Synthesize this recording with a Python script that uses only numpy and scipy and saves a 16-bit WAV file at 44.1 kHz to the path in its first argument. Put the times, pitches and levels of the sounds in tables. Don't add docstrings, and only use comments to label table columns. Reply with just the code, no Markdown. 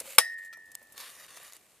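import sys
import numpy as np
from scipy import signal
from scipy.fft import rfft, irfft, next_fast_len
from scipy.io import wavfile
from scipy.ndimage import uniform_filter1d, map_coordinates

SR = 44100
rng = np.random.default_rng(int(sys.argv[2]) if len(sys.argv) > 2 else 0)


def output_pcm(signal):
    pcm = np.clip(np.atleast_2d(signal).T, -1, 1) * 32767
    wavfile.write(sys.argv[1], SR, np.round(pcm).astype(np.int16))


N = 79380


def amp(db):
    return 10 ** (np.asarray(db) / 20)


def unit(x):
    return x / np.sqrt(np.mean(x ** 2) + 1e-20)


def along(points, hz):
    f, value = np.transpose(points)
    return np.interp(np.log(hz + 1), np.log(f + 1), value)


def curve(points):
    return np.interp(np.arange(N) / SR, *np.transpose(points))


def since(s):
    return np.maximum(np.arange(N) / SR - s, 0)


def burst(s, t60, attack=0.00069):
    age = since(s)
    return (1 - np.exp(-age / attack)) * amp(-60 * age / t60)


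def wobble(rate):
    knots = rng.standard_normal(4096)
    return map_coordinates(knots, [np.arange(N) * rate / SR], mode="wrap")


def filtered(x, response):
    m = next_fast_len(N + SR // 2)
    hz = np.fft.rfftfreq(m, 1 / SR)
    return irfft(rfft(x, m) * response(hz), m)[..., :N]


def hiss(colour):
    return unit(filtered(rng.standard_normal(N), lambda hz: amp(along(colour, hz))))


def rush(colour, alike):
    def mid_side_gains(hz):
        turn = np.arccos(np.clip(along(alike, hz), 0, 1)) / 2
        return np.array([np.cos(turn), np.sin(turn)])

    mid, side = filtered(np.array([hiss(colour), hiss(colour)]), mid_side_gains)
    return unit(np.array([mid + side, mid - side]))


def band(hz, width):
    return unit(filtered(rng.standard_normal(N), lambda f: 1 / (1 + (2 * (f - hz) / width) ** 4)))


def ports(x, balance, phase=((1, 0),)):
    half = np.array([[.5], [-.5]])
    return filtered(x, lambda hz: amp(half * along(balance, hz)) * np.exp(1j * half * along(phase, hz)))


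def ring(modes, s):
    t = since(s)[:SR * 3 // 2 + SR // 4]
    tone = sum(amp(db - 60 * t / t60) * np.sin(2 * np.pi * hz * t) for hz, db, t60 in modes)
    return np.pad(tone, (0, N - len(t)))


HIT_S, REBOUND_S = 0.1825, .529
# f/Hz, level/dB, t60/s
FREE_WIRES = [(1765.7, -40, 2.01), (1800, -50.5, 1), (1858.4, -30, 1.195), (1958, -40, 0.27),
              (2020, -48, 0.97), (2110, -56.5, .5), (5020, -55, 0.51), (5500, -42.5, .14), (9500, -41, .2),
              (9637, -40.5, 0.2), (9987, -37, .15)]
REBOUND_WIRES = [(1345, -50, 0.1), (1907, -51, 0.4), (2140, -61, 0.17), (2380, -51.5, 0.13),
                 (5830, -62, 0.28)]
# f/Hz, level/dB
RATTLE_COLOUR = [(100, -33), (350, -13), (700, -6), (1500, -2.5), (2300, -1), (3800, -4), (4300, -6.5),
                 (5200, 1), (7000, -10), (9800, 0), (12500, -12.5), (15500, -15)]
RATTLE_DB, RATTLE_T60_S = -14, 0.077
SHIVER_DB, SHIVER_T60_S = -43.5, 0.37
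BUZZ_DEPTH, BUZZ_T60_S = .08, 0.93
# f/Hz, level/dB
FENCE_PORT_BALANCE = [(60, 0.5), (350, 1.5), (2700, -1), (6000, 6.5), (8600, 10.5), (10200, 8.5),
                      (11600, -11), (12700, -16), (14800, -2)]
# f/Hz, phase/rad
FENCE_PORT_PHASE = [(300, .25), (1300, .45), (2800, .95), (7000, 1.7), (9500, 2.1), (12500, 1.4)]


def fence():
    rattle = amp(RATTLE_DB) * burst(HIT_S, RATTLE_T60_S, attack=0.0022)
    shiver = amp(SHIVER_DB + 3 * wobble(350)) * burst(HIT_S, SHIVER_T60_S)
    joints = (rattle + shiver) * rush(RATTLE_COLOUR, [(1000, 1.0), (10000, 0.25)])
    buzz = 1 + BUZZ_DEPTH * burst(HIT_S, BUZZ_T60_S) * wobble(370)
    wires = buzz * ring(FREE_WIRES, HIT_S) + ring(REBOUND_WIRES, REBOUND_S)
    return ports(impact() + wires + clusters() + joints, FENCE_PORT_BALANCE, FENCE_PORT_PHASE)


# t/ms, level/dB, softness/ms
PUCK_CONTACTS = [(0, -4.5, 0.15), (1.4, -0.5, 0.006), (3.1, -6.5, 0.006), (7.8, -27.5, 0.015),
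                 (12.1, -33, 0.012)]
# f/Hz, level/dB, t60/s
MESH_MODES = [(502.3, -27.5, 0.046), (922.7, -20, 0.03), (1151.8, -16, 0.028), (1364, -16.5, 0.021),
              (1496, -21, 0.028), (2262, -20.5, 0.031), (2734, -25.5, 0.0098), (3272, -17.5, 0.022),
              (3496, -24, 0.037), (3809, -13.5, 0.018), (4575, -22, .015), (5197, -18, 0.042),
              (7600, -18, .018), (8670, -14, 0.023), (9892, -3.5, .014), (10680, -14.5, 0.027),
              (11350, -4.5, 0.008), (12530, -13.5, 0.011)]
# f/Hz, level/dB
CRACK_COLOUR = [(150, -26.5), (600, -19), (1200, 1.5), (4000, 0), (7000, -3), (10000, 3), (12300, -8),
                (15500, -11)]
CRACK_DB, CRACK_T60_S = -1.5, 0.0083


def impact():
    t = np.arange(SR // 4) / SR
    contacts = [(np.maximum(t - HIT_S - ms / 1000, 0), db, soft) for ms, db, soft in PUCK_CONTACTS]

    def force(hz, db, soft_ms):
        return amp(db) / (1 + (np.pi * hz * soft_ms / 1000) ** 2)

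    def decay(age, t60):
        return (1 - np.exp(-age / .0001)) * amp(-60 * age / t60)

    out = np.zeros(len(t))
    for hz, level, t60 in MESH_MODES:
        swing = sum(force(hz, db, soft) * decay(age, t60) for age, db, soft in contacts)
        out += amp(level) * swing * np.sin(2 * np.pi * (hz * t + rng.random()))
    for age, db, soft in contacts:
        crack = filtered(hiss(CRACK_COLOUR), lambda hz: force(hz, db, soft))[:len(t)]
        out += amp(CRACK_DB) * crack * decay(age, CRACK_T60_S)
    return np.pad(out, (0, N - len(t)))


# f/Hz, width/Hz, level/dB, t60/s
WIRE_CLUSTERS = [(694, 150, -52.5, .33), (1880, 260, -36, 0.67), (3860, 260, -46, .3),
                 (5150, 660, -38.5, 0.31), (9450, 470, -33.5, 0.12)]


def clusters():
    return sum(amp(db) * band(hz, width) * burst(HIT_S, t60) for hz, width, db, t60 in WIRE_CLUSTERS)


# t/s, level/dB
SWEEP_LEVEL = [(0, -46), (.024, -52.5), (.06, -48.5), (.105, -44.5), (.15, -50.5), (.18, -55), (.25, -54),
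               (.3, -67), (.342, -57.5), (.362, -100), (.382, -59.5), (.392, -57), (.408, -63.5),
               (.452, -61.5), (.51, -77), (.9, -67), (1, -67.5)]
# f/Hz, level/dB
SWEEP_TONE = [(88, -55), (150, -18), (204, -15.5), (364, -24.5), (556, -8), (918, -18.5), (1180, -14),
              (1800, -14.5), (2270, -8), (3400, -15), (4370, -13.5), (5510, -21), (7350, -10.5),
              (12100, -13.5), (15000, -19.5)]
# t/s, level/dB
DRAG_LEVEL = [(.9, -92.5), (.958, -62), (.968, -52.5), (.995, -48.5), (1.015, -49.5), (1.06, -49),
              (1.12, -52), (1.25, -53), (1.277, -61.5), (1.285, -52.5), (1.35, -53), (1.374, -46),
              (1.39, -54), (1.48, -52), (1.515, -59), (1.568, -55), (1.582, -65.5), (1.63, -71.5),
              (1.8, -74.5)]
# f/Hz, level/dB
DRAG_TONE = [(80, -13.5), (300, -8), (550, 1.5), (2000, 1.5), (4000, -1.5), (7000, -0.5), (12500, 1),
             (14000, -5.5), (15200, -10.5)]
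# f/Hz, width/Hz, level/dB
STICK_RESONANCES = [(534, 100, 5), (1152, 120, 6.5), (1865, 230, 9.5), (2380, 110, 3.5), (2790, 200, 5.5),
                    (3640, 170, 9), (4460, 400, 0), (5750, 440, -4), (6665, 330, 2), (9040, 770, 2.5)]
# f/Hz, likeness/0 to 1
RINK_LIKENESS = [(60, 0.34), (240, 0.93), (950, 1), (3770, 0.99), (15000, 0.5)]
PATCHY_DB = 2
CATCHES_PER_S, CATCH_DB, CATCH_SCATTER_DB = 110, -12, 0.5


def scrapes():
    sweep_level = amp(curve(SWEEP_LEVEL) + 2.6 * wobble(310) + 0.4 * wobble(40))
    sweep = rush(SWEEP_TONE, RINK_LIKENESS) * sweep_level

    def stick(f):
        return sum(amp(db) * 1j * f * width / (centre ** 2 - f * f + 1j * f * width)
                   for centre, width, db in STICK_RESONANCES)

    grains = rush(DRAG_TONE, RINK_LIKENESS) * amp(1.9 * wobble(700))
    rasp = unit(patchy(filtered(grains, lambda f: 1 + stick(f)), PATCHY_DB))
    moments = rng.random(N) < CATCHES_PER_S / SR
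    catches = moments * amp(CATCH_SCATTER_DB * rng.uniform(-1.2, 1, N))
    drag = unit(drifting(rasp + amp(CATCH_DB) * unit(filtered(catches, stick))))
    return sweep + slide() + bite() + drag * amp(curve(DRAG_LEVEL) + .8 * wobble(110))


def patchy(x, depth_db):
    z = signal.stft(x, nperseg=512)[2]
    field = rng.standard_normal(z.shape[1:])
    field = uniform_filter1d(field, size=5, axis=0)
    field = uniform_filter1d(field, size=12, axis=1)
    return signal.istft(z * amp(depth_db * unit(field)), nperseg=512)[1][:, :N]


DRIFT_SHARE, DRIFTS_PER_S = .022, 14


def drifting(x):
    place = np.arange(N) + np.cumsum(DRIFT_SHARE * wobble(DRIFTS_PER_S))
    return np.array([map_coordinates(side, [place], order=5, mode="mirror") for side in x])


BITE_S, BITE_LENGTH_S, BITE_DB = 0.96, 0.16, -48.5
BITE_FROM_HZ, BITE_TO_HZ, BITE_HALF_WIDTH_HZ = 5600, 2240, 1400


def bite():
    u = np.clip(since(BITE_S) / BITE_LENGTH_S, 0, 1)
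    hz = BITE_FROM_HZ * (BITE_TO_HZ / BITE_FROM_HZ) ** u
    noise = rng.standard_normal(N)
    rasp = unit(filtered(noise, lambda f: 1 / (1 + (f / BITE_HALF_WIDTH_HZ) ** 2)))
    carrier = np.sin(2 * np.pi * np.cumsum(hz) / SR)
    return amp(BITE_DB) * np.sin(np.pi * u) * rasp * carrier


SLIDE_S, SLIDE_LENGTH_S, SLIDE_DB, SLIDE_HZ, SLIDE_WIDTH_HZ = .02, 0.19, -55, 536, 70


def slide():
    u = np.clip(since(SLIDE_S) / SLIDE_LENGTH_S, 0, 1)
    return amp(SLIDE_DB) * np.sin(np.pi * u) * band(SLIDE_HZ, SLIDE_WIDTH_HZ)


# t/s, level/dB, t60/s
ICE_TICKS = [(.0018, -27, 0.024), (0.4473, -51, 0.099), (.657, -59.5, 0.061), (0.717, -44, 0.024),
             (0.7517, -36, 0.01), (0.7525, -27, 0.0052), (0.755, -39.5, 0.0055), (1.2648, -42, 0.0082),
             (1.5339, -38.5, 0.0096), (1.566, -41, 0.012)]
ICE_CHIPS = [(0.16, -38.5, .015), (0.572, -50, 0.02), (0.827, -52, 0.058), (0.9221, -47, 0.056),
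             (0.986, -51, 0.61), (1.431, -46, 0.037), (1.547, -51, .035)]
ICE_KNOCKS = [(0.528, -47.5, 0.025), (0.533, -47, 0.049), (0.7468, -48, 0.015), (0.7522, -45, 0.016),
              (0.978, -35.5, 0.027), (1.002, -39, 0.024), (1.008, -39.5, 0.035), (1.448, -44, 0.021),
              (1.5228, -41.5, 0.02), (1.5575, -51, 0.011)]
# t/s, level/dB
SKATE_BUMPS = [(.008, -40), (.054, -45), (0.571, -55), (0.8154, -54), (0.942, -54), (1.369, -52),
               (1.401, -55)]
# f/Hz, level/dB
TICK_TONE = [(300, -10), (2000, -5), (5000, -1), (9000, 8), (13000, 1), (15500, -1.5)]
CHIP_TONE = [(300, -23), (5000, -15.5), (8000, -2), (12000, 2.5), (15500, -7)]
KNOCK_TONE = [(150, -19), (600, -3.5), (1400, -2.5), (2300, -0.5), (5000, 1), (10000, -6.5), (13000, -2.5),
              (15000, -13)]
BUMP_TONE = [(80, -27), (300, -9), (530, 1.5), (900, -6), (3000, -23)]


def taps():
    ticks = sum(amp(db) * burst(s, t60, attack=0.00015) for s, db, t60 in ICE_TICKS)
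    chips = sum(amp(db) * burst(s, t60) for s, db, t60 in ICE_CHIPS)
    knocks = sum(amp(db) * burst(s, t60, attack=0.00041) for s, db, t60 in ICE_KNOCKS)
    bumps = sum(amp(db) * burst(s, t60=0.053, attack=0.00033) for s, db in SKATE_BUMPS)
    kinds = [(ticks, TICK_TONE), (chips, CHIP_TONE), (knocks, KNOCK_TONE), (bumps, BUMP_TONE)]
    return sum(level * rush(colour, RINK_LIKENESS) for level, colour in kinds)


# f/Hz, level/dB
WIND_COLOUR = [(25, 5.5), (60, 8), (150, 2.5), (300, -2.5), (750, -7), (1100, -11), (2000, -15),
               (3700, -16), (5700, -17.5), (8600, -14.5), (15000, -24.5)]
# t/s, level/dB
WIND_SWELL = [(0, -55.5), (.3, -69.5), (.62, -63.5), (.9, -61.5), (1.7, -61), (1.8, -61)]


def wind():
    air = rush(WIND_COLOUR, [(60, 0.61), (400, 1.0), (8000, 0.25)])
    return air * amp(curve(WIND_SWELL) + 1.3 * wobble(25))


# f/Hz, level/dB
RINK_PORT_BALANCE = [(4500, -0.5), (5600, 6.5), (7800, -0.5), (9900, 9), (11000, -5), (12600, -11),
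                     (15000, -1)]


def scene():
    rink = scrapes() + taps() + wind()
    return fence() + ports(rink, RINK_PORT_BALANCE)


LOW_CUT_HZ, CLIP_TOP, TOP_HZ = 438, .95, 15450


def record(dry):
    thin = filtered(dry, lambda hz: 1j * hz / (LOW_CUT_HZ + 1j * hz))
    clipped = np.clip(thin, -CLIP_TOP, CLIP_TOP)
    return filtered(clipped, lambda hz: np.clip((TOP_HZ - hz) / 500 + .5, 0, 1))


dry = scene()
out = record(dry)
output_pcm(out)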